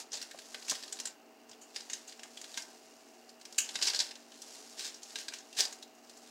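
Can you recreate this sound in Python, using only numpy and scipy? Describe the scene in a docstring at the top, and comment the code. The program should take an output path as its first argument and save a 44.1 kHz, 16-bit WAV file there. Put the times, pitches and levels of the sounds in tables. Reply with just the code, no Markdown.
"""Scissors cut cooked meat over a thin plastic liner while a kitchen appliance hums throughout.
First the film rustles and snaps as its creases buckle, pieces pat down, and fibres tear in short cuts.
Near 2 s the blades touch lightly; at 3.6 s they clack and ring, and a dense run of cuts and snaps follows.
More cuts lead to the sharpest snap at 5.6 s, after which the film rustles on under the hands."""
import sys
import numpy as np
from scipy import signal
from scipy.fft import rfft, irfft
from scipy.io import wavfile
from scipy.ndimage import uniform_filter1d

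SR = 44100
rng = np.random.default_rng(int(sys.argv[2]) if len(sys.argv) > 2 else 0)


def materialize(psi):
    """Save the field psi as 16-bit PCM at rate SR to the path in sys.argv[1].

    A 1-D psi becomes a single channel; in a 2-D psi each row is a channel.
    """
    bounded = np.clip(np.atleast_2d(psi).T, -1, 1)
    quanta = np.round(bounded * 32767).astype(np.int16)
    wavfile.write(sys.argv[1], SR, quanta)


N = 278000


def gain_of(db):
    """Amplitude ratio of a level in decibels."""
    return 10 ** (np.asarray(db) / 20)

def unit_rms(x):
    """Normalisation to an rms of 1."""
    return x / np.sqrt(np.mean(x ** 2) + 1e-20)

def curve_at(points, hz):
    """Interpolation on a logarithmic frequency axis."""
    f, value = np.transpose(points)
    return np.interp(np.log(hz + 1), np.log(f + 1), value)

def add(mix, start, sound):
    """Superposition: a sound joins the mix at a start time in seconds."""
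    part = mix[round(start * SR):][:len(sound)]
    part += sound[:len(part)]

def resonate(x, hz, width):
    """Forced response of one damped mode, its bandwidth in Hz."""
    phasor = np.exp(2j * np.pi * hz * np.arange(len(x)) / SR)
    pole = np.exp(-np.pi * width / SR)
    return 2 * (phasor * signal.lfilter([1 - pole], [1, -pole], x / phasor)).real

def coloured(x, spectrum):
    """Minimum-phase filtering imposes a spectrum causally."""
    db = curve_at(spectrum, abs(np.fft.fftfreq(4096, 1 / SR)))
    log_gain = np.log(gain_of(np.maximum(db, -80)))
    taps = np.fft.ifft(np.exp(np.conj(signal.hilbert(log_gain)))).real[:1024]
    return signal.oaconvolve(x, taps / np.linalg.norm(taps))[:len(x)]

def split(x, hz):
    """A crossover: the parts above and below a frequency."""
    return [signal.sosfilt(signal.butter(3, hz, kind, fs=SR, output="sos"), x) for kind in ("high", "low")]

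def cracks(per_s, spread_db, spectrum, count):
    """Shot noise: random impulses of uneven size, swelling in clumps."""
    clumps = unit_rms(uniform_filter1d(uniform_filter1d(rng.standard_normal(count), 150), 150))
    size = gain_of(spread_db * np.minimum(rng.exponential(1, count), 4) + 1.04 * clumps)
    impulses = size * rng.standard_normal(count) * (rng.random(count) < per_s / SR)
    return coloured(impulses, spectrum)


# Absorption in the room. Each row: frequency in Hz, time to decay by 60 dB in seconds.
ROOM_DECAY = [(500, 0.74), (3000, 0.22), (9000, 0.15), (16000, 0.18)]

def kitchen_reverb(x):
    """Reverberation: sparse reflections of random sign, each band decaying at its own rate."""
    reflections = np.zeros(SR // 2)
    slots = np.arange(120, SR // 2 - 20, 20)
    reflections[slots + rng.integers(0, 20, len(slots))] = rng.choice([-1., 1.], len(slots))
    hz, t, bands = signal.stft(reflections, SR, nperseg=256)
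    decay = gain_of(-60 * t / curve_at(ROOM_DECAY, hz)[:, None])
    tail = signal.istft(bands * decay, SR, nperseg=256)[1]
    return signal.fftconvolve(x, tail / np.linalg.norm(tail))[:N]


# Air noise of the fan. Each row: frequency in Hz, relative spectral density in dB.
FAN_SPECTRUM = [(30, -35), (80, -39), (141, -23), (239, -5.5), (437, 0.5), (499, -3.5), (649, 0),
                (937, -5.5), (2170, -11), (2750, -12), (3580, -29), (4650, -16), (6900, -37), (16000, -20)]
# Tones of the appliance. Each row: frequency in Hz, rms level in dB, bandwidth in Hz.
HUM_TONES = [(237.8, -69.5, 6.5), (286.5, -70, 27), (354.7, -73.5, 10), (406, -74.5, 6.1),
             (442.4, -71.5, 17), (644.6, -70.5, 1.9), (763, -68, 58), (2785, -72.5, 190)]

def appliance():
    """Forced vibration over broadband fan noise: narrow motor tones and broader housing resonances."""
    fan_colour = gain_of(curve_at(FAN_SPECTRUM, np.fft.rfftfreq(N, 1 / SR)))
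    out = gain_of(-63.5) * unit_rms(irfft(rfft(rng.standard_normal(N)) * fan_colour, N))
    for hz, db, width in HUM_TONES:
        waver = unit_rms(resonate(rng.standard_normal(N), hz, width))
        steady = np.sqrt(2) * np.sin(2 * np.pi * (hz * np.arange(N) / SR + rng.random()))
        out += gain_of(db) * unit_rms(waver + 13.2 / width * steady)
    return out


# Film sliding under the hands. Each row: time in seconds, level in dB.
RUSTLE_LEVELS = [(0, -39), (0.05, -67), (.36, -59), (.6, -53.5), (1.08, -56), (1.17, -72), (1.47, -69.5),
                 (1.98, -58), (2.1, -65), (2.5, -54.5), (2.8, -62), (3.39, -67.5), (3.74, -49),
                 (3.91, -48.5), (4.24, -64.5), (4.5, -53.5), (4.8, -56.5), (5.01, -62), (5.1, -53),
                 (5.44, -65), (5.69, -52), (5.88, -70), (6.1, -62.5), (6.3, -59.5)]
# Colour of the sliding. Each row: frequency in Hz, relative spectral density in dB.
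RUSTLE_SPECTRUM = [(1200, -9.5), (2200, -10.5), (3600, -6), (4700, -1), (7000, -2), (9000, -9.5),
                   (12000, -16), (16000, -40)]

def rustle():
    """Friction noise: thousands of tiny cracks a second merge as the film slides."""
    db = np.interp(np.arange(N) / SR, *np.transpose(RUSTLE_LEVELS))
    return gain_of(db) * unit_rms(cracks(per_s=5000, spread_db=0.57, spectrum=RUSTLE_SPECTRUM, count=N))


# Pats of meat and handles. Each row: start in seconds, level in dB, resonance in Hz,
# time to decay by 60 dB in seconds.
SOFT_IMPACTS = [(.13, -51.5, 620, 0.27), (.345, -42, 645, 0.044), (.543, -52, 800, .06),
                (0.715, -30.5, 750, 0.05), (1.506, -60, 131, .06), (2.25, -48.5, 710, .05),
                (3.751, -54, 141, 0.081), (5.573, -50, 130, 0.038), (5.589, -44.5, 503, 0.17)]

def pats():
    """Damped impact: a soft contact drives a broad, low resonance with a puff of noise."""
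    t, out = np.arange(4000) / SR, np.zeros(N)
    attack = 1 - np.exp(-t / 0.0019)
    for start, db, hz, t60 in SOFT_IMPACTS:
        drive = rng.standard_normal(len(t))
        puff = unit_rms(resonate(resonate(drive, hz, width=hz), hz, width=hz))
        add(out, start, gain_of(db - 60 * t / t60) * attack * puff)
    return split(out, 110)[0]  # the microphone's bass cut thins the pats below 110 Hz


def faint_snaps(count=70, lowest_hz=3230, highest_hz=7300):
    """A random point process: rows of small snaps whose levels follow the rustle."""
    when, size, patch = rng.random((count, 3)).T
    starts = when * N / SR
    db = np.interp(starts, *np.transpose(RUSTLE_LEVELS)) + 0.5 - 3.5 * np.log(size)
    hz = lowest_hz * (highest_hz / lowest_hz) ** patch
    low_db = np.full(count, -7.5)
    return list(zip(starts, db, hz, low_db))


SLACK_HZ, TIGHT_HZ = 3000, 9000  # large slack creases sound below the first, tight ones above the second
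# The clearer snaps of creases. Each row: start in seconds, peak short-term level in dB,
# resonance of the film patch in Hz, relative level below SLACK_HZ in dB.
CREASE_SNAPS = [(0.118, -40, 6370, -20), (0.1299, -35.5, 6160, -12), (0.139, -36.5, 4650, -16),
                (0.1526, -38, 6710, -13), (0.171, -42, 4300, -12), (0.2143, -37.5, 5000, -10),
                (0.2248, -37, 5200, -6.5), (0.3107, -45, 4230, -1.5), (0.387, -43.5, 3300, -8),
                (0.418, -51.5, 3270, -7), (0.5442, -36.5, 4780, 2), (0.624, -45, 4540, -8),
                (0.648, -50, 4710, -14), (0.6817, -37, 6640, -4), (0.6963, -27, 6160, -32),
                (0.71, -28.5, 6440, -11.5), (0.7512, -38.5, 4770, -4), (0.8252, -43.5, 5170, -8),
                (0.8347, -39.5, 4530, -4.5), (0.8774, -47, 4250, -8), (0.9246, -33.5, 7600, -12),
                (0.9686, -48, 3680, -4), (0.988, -43, 4500, -6), (0.9993, -34, 5800, -10.5),
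                (1.054, -32, 7700, -9.5), (1.0712, -37.5, 7270, -7), (1.4935, -50.5, 6960, -9),
                (1.513, -48.5, 5170, -8), (1.5316, -51.5, 3400, -4), (1.7606, -33, 5200, -7),
                (1.8045, -42, 4700, -12), (1.8982, -37.5, 6750, -2.5), (1.932, -31, 6660, -10.5),
                (2.1226, -47.5, 4750, -5), (2.1934, -45.5, 5410, -1), (2.2323, -41.5, 7000, -2.5),
                (2.372, -41.5, 3220, -7), (2.4136, -41.5, 7200, -9), (2.4413, -43, 4050, -5.5),
                (2.541, -41, 3600, -9), (2.574, -31.5, 5800, -2.5), (2.6214, -42, 5500, -24),
                (3.2913, -50, 4520, -28), (3.412, -50, 4660, -7), (3.4523, -43.5, 5700, -4.5),
                (3.5245, -44.5, 5300, -15), (3.69, -37.5, 3170, -9), (3.7549, -29.5, 3800, -7),
                (3.7884, -40, 5050, -2), (3.8146, -32, 4520, -2.5), (3.824, -24.5, 4960, -11),
                (3.8513, -32, 4460, -22), (3.871, -24, 4800, -14), (3.8805, -27, 4540, -8),
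                (3.8991, -30.5, 4460, -11), (3.933, -34, 5050, 0), (3.9462, -27.5, 4830, -8.5),
                (3.959, -30, 4260, -15), (3.9906, -24.5, 4560, -15.5), (4.0012, -23.5, 4760, -11.5),
                (4.088, -46, 4160, -13), (4.1088, -42, 4860, -4.5), (4.154, -45, 3760, -9),
                (4.319, -50.5, 3060, -12), (4.418, -42.5, 6150, -31), (4.793, -36.5, 4700, -26),
                (4.9427, -44.5, 5600, -17), (5.03, -42, 6250, -32), (5.156, -33, 4000, -7),
                (5.2828, -34, 4300, -9.5), (5.322, -46.5, 2680, 2), (5.336, -37, 2980, -5),
                (5.385, -46.5, 6350, -24), (5.5276, -46.5, 2740, -12), (5.55, -49, 4900, -6),
                (5.6045, -19.5, 5260, -15), (5.651, -33, 4930, -19), (5.725, -41, 6490, -8),
                (5.8256, -43.5, 3670, -19), (6.095, -49, 4420, -16), (6.172, -52, 6740, -24)]
# Colour of a crack. Each row: frequency in Hz, relative spectral density in dB.
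CRACK_SPECTRUM = [(250, -25), (500, -19.5), (1000, -17), (1350, -22.5), (1550, -8.5), (2200, -13),
                  (3500, -4.5), (5000, -2), (7700, -6), (11000, -20.5), (16000, -28.5)]
# Drifting brightness of the snaps. Each row: time in seconds, relative level above TIGHT_HZ in dB.
SNAP_BRIGHTNESS = [(0.1, -31), (0.22, -10), (1.8, -18.5), (2.6, -12), (3.55, -9), (3.7, -32), (4.3, -25),
                   (4.45, -5), (5.2, -18), (6.2, -7.5)]

def snaps():
    """Buckling: a crease gives way in a run of uneven cracks, and one patch of film resonates."""
    t, out = np.arange(2000) / SR, np.zeros(N)
    envelope = (1 - np.exp(-t / 0.0012)) * gain_of(-60 * t / 0.037)
    for start, db, hz, low_db in faint_snaps() + CREASE_SNAPS:
        noise, spikes = rng.standard_normal((2, len(t)))
        high, low = split(coloured(noise * gain_of(3.5 * spikes), CRACK_SPECTRUM), SLACK_HZ)
        top, middle = split(high, TIGHT_HZ)
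        patch = unit_rms(resonate(middle, hz, width=0.19 * hz))
        body = unit_rms(unit_rms(middle) + 1.44 * patch)
        top_db = np.interp(start, *np.transpose(SNAP_BRIGHTNESS))
        burst = envelope * (body + gain_of(low_db) * unit_rms(low) + gain_of(top_db) * unit_rms(top))
        peak_rms = np.sqrt(uniform_filter1d(burst ** 2, 90).max())  # over 2 ms
        add(out, start, gain_of(db) * burst / peak_rms)
    return out


# Blades shearing meat. Each row: time of the peak in seconds, decay constant in seconds, level in dB.
CUTS = [(.145, 0.071, -45), (.70, 0.07, -42.5), (1.766, 0.062, -50), (1.93, 0.047, -50.5),
        (2.099, 0.022, -52), (2.588, 0.028, -46.5), (3.835, 0.028, -34.5), (3.885, 0.019, -33),
        (3.955, 0.03, -40), (4.01, 0.04, -39.5), (4.801, 0.075, -42), (4.86, 0.023, -40.5),
        (5.199, 0.032, -43), (5.351, 0.039, -49.5), (5.596, 0.024, -30), (5.643, 0.015, -37.5)]

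def cuts(rise_s=0.021, low_db=-7):
    """Shear fracture: fibres tear in a wet crunch that swells as the blades close, then dies away."""
    t, out = np.arange(-6000, 9000) / SR, np.zeros(N)
    for peak_time, decay_s, db in CUTS:
        tearing = cracks(per_s=5000, spread_db=0.56, spectrum=CRACK_SPECTRUM, count=len(t))
        high, low = split(tearing, SLACK_HZ)
        crunch = unit_rms(high) + gain_of(low_db) * unit_rms(low)
        envelope = np.exp(-np.where(t < 0, (t / rise_s) ** 2, t / decay_s))
        add(out, peak_time + t[0], gain_of(db) * envelope * crunch)
    return out


# Blades meeting. Each row: start in seconds, level in dB, scrape length in seconds,
# offset in dB for all modes but the main one.
BLADE_CONTACTS = [(1.611, -57.5, 0.03, -5), (1.897, -45.5, 0.0089, -15), (1.933, -53.5, 0.0063, 7),
                  (2.074, -51, 0.013, -7), (3.58, -24.5, 0.01, -3.5)]
# Mode clusters of the blades. 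Each row: frequency in Hz, bandwidth in Hz, relative level in dB,
# decay constant of the rattle in seconds.
BLADE_MODES = [(1735, 210, -12, 0.0058), (2920, 670, -3, 0.035), (4490, 1150, 0, 0.0092),
               (6800, 1600, 2.5, 0.03), (8000, 2300, -8, 0.025), (10900, 3300, -15, 0.017)]

def clacks(main_mode_hz=6800):
    """Modal vibration: a short scrape of steel on steel excites the blades, which rattle as they decay."""
    t, out = np.arange(6000) / SR, np.zeros(N)
    attack = np.minimum(t / 0.0072, 1)
    for start, db, scrape_s, offset_db in BLADE_CONTACTS:
        drive = rng.standard_normal(len(t))
        scrape = np.exp(-(t / scrape_s) ** 2)
        for hz, width, mode_db, rattle_s in BLADE_MODES:
            envelope = attack * (scrape + 0.49 * np.exp(-t / rattle_s))
            ring = unit_rms(resonate(resonate(drive, hz, width), hz, width))
            level_db = db + mode_db + offset_db * (hz != main_mode_hz)
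            add(out, start, gain_of(level_db) * envelope * ring)
    return out


def scene():
    """Direct and reverberant sound superpose at one close microphone, alike in both channels."""
    crisp = snaps() + cuts() + clacks() + rustle()
    crisp = split(crisp, 253)[0]  # thin things radiate no bass
    soft = pats()
    mono = crisp + soft + kitchen_reverb(gain_of(-8) * crisp + soft / 6) + appliance()
    return np.array([mono, mono])

def record(dry):
    """Band limiting: a linear-phase low-pass filter cuts off at 15850 Hz."""
    lowpass = signal.firwin(511, 15850, window=("kaiser", 9), fs=SR)
    return signal.oaconvolve(dry, lowpass[None], "same")


dry = scene()
out = record(dry)
materialize(out)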